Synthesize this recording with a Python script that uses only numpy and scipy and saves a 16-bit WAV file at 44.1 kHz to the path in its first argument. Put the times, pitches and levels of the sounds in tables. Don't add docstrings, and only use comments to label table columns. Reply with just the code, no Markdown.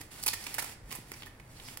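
import sys
import numpy as np
from scipy import signal
from scipy.fft import rfft, irfft, next_fast_len
from scipy.io import wavfile
from scipy.ndimage import uniform_filter1d

SR = 44100
rng = np.random.default_rng(int(sys.argv[2]) if len(sys.argv) > 2 else 0)


def dump(signal):
    limited = np.clip(np.atleast_2d(signal).T, -1, 1)
    pcm = np.round(limited * 32767).astype(np.int16)
    wavfile.write(sys.argv[1], SR, pcm)


N = 79380
LEAF_RING_S = 0.011
SLIPS_PER_S, SLIP_SPREAD_DB = 4500, 2.5


# frequency in Hz, boost or cut in dB.
RUMBLE_TONE = [(20, -5.5), (42, 2), (62, -7), (100, 1.5), (135, -1), (170, -8.5), (260, -10), (500, -15),
               (900, -18.5), (1400, -22), (2100, -23), (3500, -50), (8000, -83), (16000, -72)]

def rumble():
    return from_db(-32.5) * colour(stereo_noise(N), RUMBLE_TONE)


# time in seconds, relative level in dB.
RUBBING = [(0, -55), (.10, -69.5), (.118, -51.5), (.175, -54.5), (.20, -50.5), (.255, -60), (.31, -72),
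           (.40, -50.5), (.49, -49), (.57, -51), (.64, -50), (.73, -51.5), (.77, -85), (.88, -61.5),
           (.94, -48.5), (1.03, -66), (1.09, -60), (1.20, -57), (1.25, -65), (1.32, -70), (1.47, -67.5),
           (1.51, -60.5), (1.55, -62.5), (1.68, -52.5), (1.74, -54), (1.8, -81)]
# frequency in Hz, boost or cut in dB.
RUSTLE_TONE = [(200, 6), (700, 2.5), (2000, 1.5), (4500, -1), (10000, 0.5), (15000, -3)]

def rustle():
    t = np.arange(N) / SR
    slips = unit(clicks(SLIPS_PER_S, SLIP_SPREAD_DB, N)) * np.sqrt(N)
    ticks = unit(clicks(per_s=130, spread_db=SLIP_SPREAD_DB, size=N)) * np.sqrt(N)
    pressure = from_db(3.5 + np.interp(t, *np.transpose(RUBBING)))
    rubbing = (slips + from_db(-8) * ticks) * pressure
    return colour(leaf_ring(rubbing, spots=16), RUSTLE_TONE)


# start in seconds, level in dB, pitch in Hz.
HAND_BUMPS = [(.008, -38, 280), (.895, -37.5, 222), (.9875, -33, 219), (1.1175, -37.5, 384)]

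def hand_bumps():
    out, t = np.zeros(N), np.arange(4096) / SR
    for start, db, hz in HAND_BUMPS:
        add(out, start, from_db(db) * np.sin(2 * np.pi * hz * t) * fade(t, fade_s=.016))
    return out


# start in seconds, rough length in seconds, relative level in dB,
# boost of the body in dB, boost of the sharp edge in dB, pitch of the fold that gives way in Hz.
LEAF_CRACKS = [(.009, 0.0044, -47.5, -0.5, 3, 2000), (.226, .005, -49, -15, 11, 4700),
               (0.235, 0.0022, -41.5, -2, 8.5, 4740), (0.2615, 0.00055, -39, 6, 3, 10300),
               (0.2625, 0.0013, -33.5, -3.5, 6, 10400), (.265, 0.004, -34, -3, 5.5, 996),
               (0.2773, 0.0032, -33, -2, 6.5, 986), (.284, 0.0032, -31, -3.5, -7, 4600),
               (0.3306, 0.0063, -38, 0.5, 3.5, 1900), (.44, 0.00096, -43.5, -10, 3, 5030),
               (0.464, 0.0037, -38, -1.5, -3.5, 2500), (0.542, 0.00097, -48, 2, 17, 1590),
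               (.546, 0.0029, -46.5, 4, 4, 8900), (0.582, 0.0032, -41.5, 12.5, 9.5, 1600),
               (0.586, 0.0081, -36, -4, 1.5, 1980), (0.6195, 0.0049, -46, 6.5, 9, 1400),
               (0.642, 0.0025, -47.5, 6.5, 10, 1180), (0.907, 0.002, -46, -1, -1, 2180),
               (0.9136, 0.00065, -40, 4, 2.5, 3040), (.917, 0.0079, -46, 1, 3, 1000),
               (0.924, 0.0015, -44, -0.5, -7, 2240), (0.949, 0.0063, -55, 7.5, 15.5, 1010),
               (1.116, 0.0027, -52, 12, 7.5, 2220), (1.134, 0.006, -58, 7, -1, 2300),
               (1.2215, 0.00096, -43.5, 5, -9, 3260), (1.229, 0.004, -48.5, 3, -11, 3150),
               (1.254, 0.013, -59, 7.5, 1, 820), (1.397, 0.0031, -57.5, 8, -3, 2240),
               (1.598, 0.0022, -47, -2, -23, 3280), (1.684, 0.0013, -46.5, 6, -11, 3180),
               (1.7725, 0.00062, -45, 9, 12, 3260)]

def cracks():
    body_hz, edge_hz = 1680, 9100
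    out, t = np.zeros((2, N)), np.arange(2048) / SR
    for start, length, db, body_db, edge_db, fold_hz in LEAF_CRACKS:
        fractures = clicks(per_s=3000, spread_db=2, size=len(t))
        fractures[1] = 1
        swell = 1 - np.exp(-t / (0.21 * length))
        stop = from_db(-0.5 * (t / length) ** 4)
        ringing = leaf_ring(fractures * swell * stop, spots=8)
        burst = unit(np.array([even_tone(side) for side in ringing])) * np.sqrt(length * SR)
        fold = from_db(5) * signal.lfilter(*signal.iirpeak(fold_hz, Q=6.2, fs=SR), burst)
        tone = [(42, body_db - 19), (420, body_db + 0.5), (body_hz, body_db),
                (4130, 0), (edge_hz, edge_db)]
        add(out, start, from_db(6.5 + db) * colour(burst + fold, tone))
    return out


# start in seconds, level in dB, pitch in Hz.
BUCKLING_CREASES = [(.2665, -33, 2516), (.282, -45, 1003), (.585, -39.5, 793), (1.267, -46.5, 1800),
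                    (1.275, -48, 1800)]

def creases(rise_s=0.0019):
    out, t = np.zeros(N), np.arange(2048) / SR
    swell = t / rise_s * np.exp(1 - t / rise_s)
    for start, db, hz in BUCKLING_CREASES:
        add(out, start, from_db(db) * swell * np.sin(2 * np.pi * hz * t))
    return out


# start in seconds, relative level in dB, boost at 15000 Hz in dB.
VEIN_SNAPS = [(.2796, -3.5, -1), (.2806, -9, -10), (.2845, -2, -13), (.288, -10, -10), (.5424, -10, 1),
              (.5468, -15, 2), (.9265, -16, 2), (1.118, -19, 2), (1.2612, -26, 4), (1.7732, -16, 0)]
# frequency in Hz, boost or cut in dB.
SNAP_TONE = [(700, -20), (2500, -12), (4800, -1), (7000, -2), (10500, 2)]

def vein_snaps():
    out = np.zeros(N)
    for start, db, top_db in VEIN_SNAPS:
        click = colour(signal.unit_impulse(512), SNAP_TONE + [(15000, top_db)])
        add(out, start, from_db(db) * click)
    return out


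def leaf_swing(middle_s=.85, half_length_s=0.032, hz=47):
    t = np.arange(N) / SR - middle_s
    return from_db(-44) * np.exp(-(t / half_length_s) ** 2) * np.sin(2 * np.pi * hz * t)


# loudest moment in seconds, half the length in seconds, level in dB, pitch in Hz.
BLADE_RASPS = [(1.14, 0.0036, -47.5, 5700), (1.205, 0.0055, -54, 4100), (1.572, 0.018, -60, 4340),
               (1.66, 0.014, -57, 5200), (1.678, 0.027, -55, 5100)]

def blade_rasps():
    out, t = 0, np.arange(N) / SR
    for middle, half_length, db, hz in BLADE_RASPS:
        slips = convolve(clicks(SLIPS_PER_S, SLIP_SPREAD_DB, N), dying_noise(LEAF_RING_S, 1024))
        ring = unit(signal.lfilter(*signal.iirpeak(hz, Q=5, fs=SR), slips)) * np.sqrt(N)
        swell = np.exp(-((t - middle) / half_length) ** 2)
        out = out + from_db(db) * ring * swell
    return out


def leaf_ring(hits, spots):
    spot, out = rng.integers(0, spots, len(hits)), 0
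    for k in range(spots):
        response = from_db(3) * unit(dying_noise(LEAF_RING_S, 1024))
        response[:, 0] += 1
        out = out + convolve(hits * (spot == k), unit(response))
    return out


# frequency in Hz, left boost in dB, right boost in dB.
MIC_TONE = [(98, -10.5, -9), (280, 2.5, 1.5), (560, -8, -2), (873, 0, 5), (1580, -8, 0.5), (1800, 1, 4.5),
            (2300, -4.5, 8), (2750, 2.5, 2), (3780, 0.5, 0.5), (4870, 1, 4), (6340, -1.5, 0.5),
            (8000, -1.5, 2)]
MIC_TREBLE = [(9400, -2.5, 1.5), (10600, -3.5, 5), (12300, -8, 0), (14000, -9.5, -3), (15100, -11, 1)]

def leaf_at_mics(crackle):
    thin = signal.sosfilt(signal.butter(2, 79, "high", fs=SR, output="sos"), crackle)
    left = colour(thin[0], [(hz, db) for hz, db, _ in MIC_TONE + MIC_TREBLE])
    right = colour(thin[1], [(hz, db) for hz, _, db in MIC_TONE + MIC_TREBLE])
    return np.array([left, right])


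def room_echo(x, split_hz=6700, delay_s=0.0036):
    low, high = (signal.sosfilt(signal.butter(2, split_hz, kind, fs=SR, output="sos"), dying_noise(s, N))
                 for kind, s in (("low", 0.49), ("high", 0.24)))
    echoes = unit((low + high) * (np.arange(N) / SR > delay_s))
    return from_db(-7.5) * convolve(x, echoes)


def from_db(db):
    return 10 ** (np.asarray(db) / 20)


def unit(x):
    return x / np.sqrt(np.sum(x ** 2, axis=-1, keepdims=True) + 1e-20)


def colour(x, points):
    size = 2 * next_fast_len(x.shape[-1])
    hz, db = np.transpose(points)
    grid = np.maximum(np.arange(size // 2 + 1) * SR / size, 1)
    gain = from_db(np.interp(np.log(grid), np.log(hz), db))
    cepstrum = irfft(np.log(gain))
    cepstrum[1:size // 2] *= 2
    cepstrum[size // 2 + 1:] = 0
    return irfft(rfft(x, size) * np.exp(rfft(cepstrum)))[..., :x.shape[-1]]


def even_tone(x, band_hz=500):
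    hz = np.fft.rfftfreq(len(x), 1 / SR)
    power = uniform_filter1d(np.abs(rfft(x)) ** 2, int(band_hz / hz[1]))
    return colour(x, np.transpose([hz, -10 * np.log10(power + 1e-12)])[1:])


def stereo_noise(size, alike_below_hz=1170):
    mid, side = rng.standard_normal((2, size))
    side = signal.sosfilt(signal.butter(1, alike_below_hz, "high", fs=SR, output="sos"), side)
    return np.array([mid + side, mid - side])


def fade(t, fade_s):
    return np.exp(-np.log(1000) * t / fade_s)


def dying_noise(fade_s, size):
    return stereo_noise(size) * fade(np.arange(size) / SR, fade_s)


def clicks(per_s, spread_db, size):
    strength = from_db(spread_db * np.minimum(rng.exponential(1, size), 4))
    sign = rng.choice([-1, 1], size)
    return strength * sign * (rng.random(size) < per_s / SR)


def convolve(x, response):
    return signal.fftconvolve(np.atleast_2d(x), response, axes=-1)[:, :x.shape[-1]]


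def add(out, start_s, x):
    start = int(np.clip(start_s * SR, 0, N - 1))
    out[..., start:start + x.shape[-1]] += x[..., :N - start]


def scene():
    leaf = leaf_at_mics(cracks() + vein_snaps() + rustle() + blade_rasps() + creases())
    left, right = leaf
    t = np.arange(N) / SR
    late_right = np.interp(t - 3 / SR, t, right)
    direct = np.array([from_db(-0.25) * left, from_db(0.25) * late_right])
    return direct + room_echo(leaf) + hand_bumps() + leaf_swing() + rumble()


def record(dry):
    return signal.sosfilt(signal.ellip(12, .1, 80, 15800, fs=SR, output="sos"), dry)


dry = scene()
out = record(dry)
dump(out)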